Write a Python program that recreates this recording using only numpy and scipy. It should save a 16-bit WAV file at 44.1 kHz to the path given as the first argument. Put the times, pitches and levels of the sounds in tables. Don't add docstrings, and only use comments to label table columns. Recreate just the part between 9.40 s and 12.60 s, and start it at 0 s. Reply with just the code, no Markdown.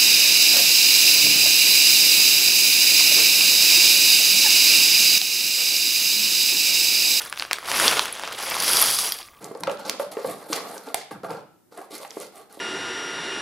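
import sys
import numpy as np
from scipy import signal
from scipy.fft import rfft, irfft
from scipy.io import wavfile
from scipy.ndimage import uniform_filter1d

SR = 44100
rng = np.random.default_rng(int(sys.argv[2]) if len(sys.argv) > 2 else 0)


def pcm_store(signal):
    levels = np.round(np.clip(np.atleast_2d(signal), -1, 1) * 32767)
    wavfile.write(sys.argv[1], SR, levels.astype(np.int16).T)


def gain_from_db(level_db):
    decades = np.asarray(level_db, float) / 20
    return 10 ** decades


N = 141120


def in_time(seconds):
    return np.arange(int(seconds * SR)) / SR


def rms_one(x):
    return x / np.sqrt(np.mean(x ** 2) + 1e-20)


def at_hz(points, hz):
    p = np.array(points)
    return np.interp(np.log(np.maximum(hz, 1)), np.log(p[:, 0]), p[:, 1])


def colour(x, spectrum, share=1):
    n = x.shape[-1]
    hz = np.arange(n // 2 + 1) * SR / n
    return irfft(rfft(x) * gain_from_db(share * at_hz(spectrum, hz)), n)


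def bandpass(x, low_hz, high_hz):
    sos = signal.butter(2, [low_hz, high_hz], "band", fs=SR, output="sos")
    return signal.sosfilt(sos, x)


def resonate(x, hz, width_hz):
    r = np.exp(-np.pi * width_hz / SR)
    poles = [1, -2 * r * np.cos(2 * np.pi * hz / SR), r * r]
    return signal.lfilter([(1 - r * r) / 2, 0, (r * r - 1) / 2], poles, x)


def drift(rate_hz):
    r = np.exp(-2 * np.pi * rate_hz / SR)
    noise = rng.standard_normal(N + SR) * (1 - r) ** 2
    return rms_one(signal.lfilter([1], [1, -2 * r, r * r], noise)[SR:])


def add(out, start_s, sound):
    i = int(start_s * SR)
    out[i:i + len(sound)] += sound[:len(out) - i]


def grains(per_s, spread_db, clump_db):
    sizes = gain_from_db(spread_db * np.minimum(rng.exponential(1, N), 4)) * rng.choice([-1, 1], N)
    chance = per_s * gain_from_db(clump_db * drift(70)) / SR
    return sizes * (rng.random(N) < chance) + 1e-18


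# start in seconds, length in seconds, hiss in dB, box rumble in dB,
# extra level of the upper hiss in dB.
STROKES = [(.0, 0.07, -52, -42, 1.5), (0.081, 0.26, -61.5, -46, 1.5), (0.278, 0.036, -60, -36.5, -2),
           (0.304, 0.012, -46, -50, -2), (0.381, 0.021, -45, -40, -7), (0.441, 0.053, -41.5, -34, -4.5),
           (0.507, 0.039, -47.5, -39, -2), (0.588, 0.036, -44, -38, 2.5), (1.55, 0.048, -40.5, -47.5, -6.5),
           (0.709, 0.02, -44, -40, -2), (0.763, 0.075, -49, -45, 0), (0.834, 0.094, -44, -37, 4.5),
           (0.965, 0.1, -53.5, -45, 1), (1.08, 0.054, -46.5, -45, 7), (1.12, 0.052, -32.5, -31.5, -4.5),
           (1.206, 0.16, -48.5, -40, 3.5), (1.37, 0.1, -56.5, -50, 2), (1.453, 0.046, -51, -43, -0.5),
           (1.706, 0.0097, -50, -34.5, 1.5), (1.831, 0.019, -51, -34.5, 0.5), (1.878, .03, -49.5, -36, -4),
           (1.895, 0.022, -46.5, -32.5, 1.5), (1.949, 0.027, -53, -43, -6), (2.31, 0.08, -56, -50.5, 0),
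           (2.365, 0.069, -57, -49.5, 2.5), (2.5, 0.056, -44.5, -48.5, -2.5),
           (2.528, 0.033, -42.5, -45.5, -1), (2.593, 0.041, -47.5, -44.5, 2.5),
           (2.688, 0.14, -51.5, -51.5, 1), (2.794, 0.033, -41.5, -42.5, -1), (2.838, 0.028, -61.5, -60, 8),
           (2.917, .1, -56.5, -50, 3), (3.092, 0.059, -54, -51.5, 0.5), (3.154, 0.099, -60, -50.5, 7)]


def pressure(column, bright=False):
    rise_s, fall_s = 0.0081, 0.029
    first_touch = 0.45
    t, power = np.arange(N) / SR, np.zeros(N)
    for row in STROKES:
        since = t - row[0]
        bite = np.clip(since / rise_s, 0, 1)
        swell = np.clip(first_touch + 2 * since / row[1] * (1 - first_touch), 0, 1)
        fade = np.exp(-np.maximum(since - row[1], 0) / fall_s)
        power += (gain_from_db(row[column] + bright * row[-1]) * bite * swell * fade) ** 2
    return np.sqrt(power)


# frequency in Hz, level in dB.
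BOX = [(180, -2.5), (268, 4), (306, -3.5), (368, -9.5), (442, 7.5), (576, 7.5), (690, 8.5), (840, 5.5),
       (1134, 3), (1330, 3.5), (1580, -4.5), (2130, -18.5)]


def box(slips):
    damping, wander_db = 0.24, 2.2
    total = 0
    for k, (hz, db) in enumerate(BOX):
        strength = (-1) ** k * gain_from_db(db + wander_db * drift(14))
        total = total + strength * resonate(slips, hz, hz * damping)
    return rms_one(total)


# frequency in Hz, density in dB per Hz.
HISS = [(880, -40), (1500, -14.5), (4260, -1), (6110, -6), (10700, -6), (13800, -9.5), (15900, -38.5),
        (16500, -70)]
# frequency in Hz, width in Hz, level in dB.
TRAY = [(2100, 250, 6.5), (4220, 170, -6.5), (4760, 100, -9.5), (9090, 230, -3.5), (10460, 1200, -8)]


def slide():
    fine = grains(per_s=7600, spread_db=4.0, clump_db=3.4)
    crackles = gain_from_db(11) * grains(per_s=200, spread_db=2.13, clump_db=3.2)
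    slips = colour(fine + crackles, HISS)
    slips = slips + sum(gain_from_db(db + 2.0 * drift(8.0)) * resonate(slips, hz, width) for hz, width, db in TRAY)

    edges, split_hz, patch_db = np.geomspace(600, 18000, 13), 7000, 2.2
    low, high = np.zeros(N), np.zeros(N)
    for k, (bottom, top) in enumerate(zip(edges, edges[1:])):
        patch = (-1) ** k * gain_from_db(patch_db * drift(25)) * bandpass(slips, bottom, top)
        if bottom * 1.15 > split_hz:
            high += patch
        else:
            low += patch
    hiss = pressure(column=2) * low + pressure(column=2, bright=True) * high
    rumble = box(grains(per_s=1600, spread_db=1.77, clump_db=2.5))
    return hiss / np.std(low + high) + pressure(column=3) * rumble


# start in seconds, peak in dB, pitch in Hz,
# time to fall by 60 dB in seconds.
KNOCKS = [(0.111, -23.5, 406, 0.026), (0.15, -25, 508, 0.023), (0.233, -20.5, 965, 0.03),
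          (0.27, -19.5, 1315, 0.027), (0.275, -15, 543, 0.046), (0.295, -21.5, 576, 0.052),
          (0.596, -15.5, 564, 0.037), (0.612, -27, 597, 0.054), (0.768, -17.5, 434, 0.034),
          (0.786, -24, 533, 0.029), (0.844, -18.5, 516, 0.047), (0.873, -34, 460, 0.035),
          (1.099, -25.5, 319, 0.052), (1.126, -10, 1124, 0.0096), (1.478, -29, 445, 0.03),
          (1.5425, -12.5, 732, 0.017), (1.714, -30, 311, 0.036), (1.834, -24, 413, 0.018),
          (1.843, -30, 1560, 0.02), (1.901, -27, 890, 0.027), (1.909, -22.5, 475, 0.027),
          (1.926, -31, 437, 0.011), (2.321, -33.5, 485, 0.016), (2.375, -30.5, 698, 0.039),
          (2.383, -29.5, 674, 0.035), (2.386, -39, 372, 0.11), (2.412, -37.5, 759, 0.07),
          (2.455, -52, 766, 0.05), (2.506, -37, 398, 0.034), (2.525, -37.5, 316, 0.046),
          (2.545, -41.5, 375, 0.19), (2.647, -29.5, 814, 0.032), (2.768, -18, 408, 0.018),
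          (3.172, -30.5, 370, 0.016)]
# ratio to its pitch, level in dB.
OVERTONES = [(.7, -13), (0.999, 5), (1.171, -18), (1.502, -6.5), (2.2, -12), (3.1, -16.5)]


def knocks():
    lag_s, gain_db, contact_hz = 0.000948, -1.5, 1410
    thud_db, thud_t60_s = -9.5, 0.019
    out, t = np.zeros(N), in_time(0.25)
    ratio, level_db = np.transpose(OVERTONES)
    uneven = level_db < -3
    contact = 1 - np.exp(-2 * np.pi * contact_hz * t / 10)
    for s, db, hz, t60 in KNOCKS:
        detune, strength = rng.standard_normal((2, len(ratio)))
        f = hz * ratio * (1 + 0.016 * detune * uneven)
        level = gain_from_db(level_db + 2.2 * strength * uneven)
        decay = gain_from_db(-60 * t * np.sqrt(ratio)[:, None] / t60)
        modes = level[:, None] * np.sin(2 * np.pi * f[:, None] * t) * decay
        rough = rng.standard_normal(len(t))
        for _ in range(2):
            rough = resonate(rough, 1.45 * hz, 1.53 * hz)
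        thud = rms_one(rough) * gain_from_db(thud_db - 60 * t / (thud_t60_s + t60))
        knock = contact * (modes.sum(axis=0) + thud)
        knock = signal.lfilter(*signal.butter(2, hz / 2, "high", fs=SR), knock)
        add(out, s + lag_s, gain_from_db(db + gain_db) * knock)
    return out


# start in seconds, peak in dB, brightest frequency in Hz,
# time to fall by 60 dB in seconds.
SNAPS = [(0.043, -25.5, 6950, 0.013), (0.15, -31, 4600, 0.0043), (0.2057, -30.5, 10100, 0.017),
         (0.2354, -14.5, 4600, 0.0057), (0.2718, -23.5, 2940, 0.014), (0.296, -22, 2610, 0.016),
         (0.3148, -28.5, 7000, 0.011), (0.3722, -33.5, 4040, 0.011), (0.455, -29, 5700, 0.0048),
         (0.4758, -32, 4600, 0.022), (0.4957, -6.5, 5190, 0.0091), (0.63, -31.5, 3970, 0.01),
         (0.769, -31, 2460, 0.012), (1.1297, -11, 5500, 0.02), (1.136, -20, 4570, 0.028),
         (1.161, -16.5, 10000, 0.016), (1.3784, -28, 5760, 0.015), (1.487, -31.5, 3780, 0.017),
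         (1.544, -5.5, 10400, 0.009), (1.8334, -36.5, 4520, 0.0071), (1.906, -33, 4370, 0.014),
         (2.3754, -32, 9600, 0.0077), (2.509, -41, 4610, 0.013), (2.5516, -27, 11200, 0.024),
         (2.58, -29, 10800, 0.012), (2.649, -32, 2710, 0.0085), (2.7061, -25, 5740, 0.012),
         (2.801, -24, 9600, 0.0039), (2.812, -31, 7600, 0.016), (3.1934, -31.5, 3440, 0.014)]
# start in seconds, peak in dB, pitch in Hz.
TICKS = [(.0265, -35, 7780), (.0474, -42, 6500), (0.065, -41, 6820), (.1181, -38, 11500),
         (0.174, -36, 9000), (0.2007, -38, 10000), (.3274, -39, 9000), (0.3956, -37, 8800),
         (.4124, -44, 4460), (0.451, -27, 4450), (0.4627, -29, 5800), (.4674, -30, 5360),
         (0.4818, -28, 11000), (0.5967, -26, 3750), (.7223, -35, 12300), (0.8447, -31.5, 3600),
         (.8724, -28.5, 4400), (1.3444, -33, 10500), (1.71, -37, 4350), (2.5172, -33, 4570),
         (2.5844, -31, 7300), (2.6324, -29, 3370), (2.6773, -35, 7000), (2.7134, -34.5, 3160),
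         (2.7656, -37, 10600), (2.7866, -38, 7500), (2.8184, -28, 9110), (2.8254, -35, 8000),
         (2.9572, -35.5, 8860), (3.1263, -33, 10600)]
# frequency in Hz, density in dB per Hz.
SNAP = [(350, -8), (600, -14), (2240, -2), (2720, -6.5), (3440, -4), (10400, -8), (16500, -12)]


def snaps():
    rise_s, gain_db, peak_db, evenness = 0.00052, -9.5, 7, 0.55
    below_db, above_db = 5, 7
    tick_t60_s, tick_db = 0.0061, -0.5
    out, t = np.zeros(N), in_time(0.03)
    rows = SNAPS + [(s, db + tick_db, hz, tick_t60_s) for s, db, hz in TICKS]
    for s, db, hz, t60 in rows:
        burst = rng.standard_normal(len(t)) * (1 - np.exp(-t / rise_s)) * gain_from_db(-60 * t / t60)
        spread = rfft(burst)
        burst = irfft(spread / np.abs(spread) ** evenness, len(t))
        burst = colour(burst, SNAP) * gain_from_db(-15 * t / t60)
        slopes = [(hz / 8, -3 * below_db), (hz, 0), (hz * 8, -3 * above_db)]
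        burst = colour(burst, slopes, share=min(1, (-7 - db) / 20))
        burst = burst + gain_from_db(peak_db) * resonate(burst, hz, 0.3 * hz)
        add(out, s, gain_from_db(db + gain_db + 8.5) * burst / np.abs(burst).max())
    return out


def puffs():
    puff_db, puff_s = -53, 0.001
    out, t = np.zeros(N), in_time(0.03)
    gust = np.e * t / puff_s * np.exp(-t / puff_s)
    for s, db, hz, t60 in SNAPS:
        if db > -10:
            add(out, s, gain_from_db(db + 8 + puff_db) * gust)
    return out


# start in seconds, level in dB.
THUMPS = [(.005, -40), (0.202, -35), (.64, -49), (0.849, -37), (1.715, -38), (1.833, -42.5), (1.909, -41)]
# frequency in Hz, width in Hz, level in dB.
TABLE = [(123.5, 74, -4.5), (169.4, 54, -0.5), (271, 92, -2)]


def thumps():
    t60_s, swell_s = 0.33, 0.013
    push, t = np.zeros(N), in_time(0.29)
    for s, db in THUMPS:
        add(push, s, gain_from_db(db - 60 * t / t60_s) * (1 - np.exp(-t / swell_s)))
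    shake, wood = rng.standard_normal(N), 0
    for hz, width, db in TABLE:
        mode = resonate(resonate(shake, hz, width), hz, 2 * width)
        wood = wood + gain_from_db(db) * mode / np.sqrt(width)
    return push * rms_one(wood)


# frequency in Hz, time to fall by 60 dB in seconds.
ROOM_T60 = [(100, 0.82), (400, 0.35), (3000, 0.59), (7000, 0.41), (15000, 0.12)]
# frequency in Hz, level in dB.
ROOM_TONE = [(100, -4), (600, -1.5), (2500, -4.5), (9000, -12.5), (15000, -10.5)]
# frequency in Hz, level of side relative to mid in dB.
ROOM_SIDE = [(200, -9.5), (2000, -4.5), (12000, 5.5)]


def room(x):
    gap_s, evenness = 0.00047, 0.7
    t, edges, tail = in_time(0.7), 60 * 2 ** np.arange(0, 8.6, 0.5), 0
    white = rng.standard_normal((2, 2, len(t)))
    for k, (low, high) in enumerate(zip(edges, edges[1:])):
        hz = np.sqrt(low * high)
        t60 = at_hz(ROOM_T60, hz)
        decay = gain_from_db(at_hz(ROOM_TONE, hz) - 60 * t / t60)
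        unit_energy = np.sqrt(2 * np.log(1000) / t60 / SR)
        tail = tail + bandpass(white[k % 2], low, high) * decay * unit_energy
    spread = rfft(tail)
    even = np.sqrt(uniform_filter1d(np.abs(spread) ** 2, size=80)) / np.abs(spread)
    tail = irfft(spread * np.minimum(even, 2) ** evenness, len(t))
    tail = tail * np.exp(-(t / 0.45) ** 4) * np.clip(t / gap_s - 0.5, 0, 1)
    mid, side = signal.fftconvolve(x[None], tail, axes=1)[:, :N]
    return mid + colour(side, ROOM_SIDE) * [[1], [-1]]


# frequency in Hz, level in dB.
FLOOR = [(15, -59.5), (25, -26.5), (108, -7.5), (252, -4.5), (368, -0.5), (399, -8), (2750, -28.5),
         (14800, -24), (16500, -69)]


def floor():
    level_db, side_db = -64.5, -1
    mid, side = colour(rng.standard_normal((2, N)), FLOOR)
    return gain_from_db(level_db) * (mid + gain_from_db(side_db) * side * [[1], [-1]]) / np.std(mid)


# frequency in Hz, left minus right in dB.
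LEAN = [(60, -1.5), (380, -1), (2380, 0), (15000, -3.5)]


def scene():
    hands = slide() + knocks() + snaps() + thumps()
    mic_cut = signal.butter(3, 117, "high", fs=SR, output="sos")
    hands = signal.sosfilt(mic_cut, hands)
    heard = hands + room(hands) + puffs() * gain_from_db([[-2.0], [1.5]])
    left, right = colour(heard[0], LEAN, 0.5), colour(heard[1], LEAN, -0.5)
    return np.array([left, right]) + floor()


def low_pass(x):
    return signal.sosfilt(signal.butter(12, 15300, fs=SR, output="sos"), x)


def record(dry):
    return low_pass(dry)


dry = scene()
out = record(dry)
pcm_store(out)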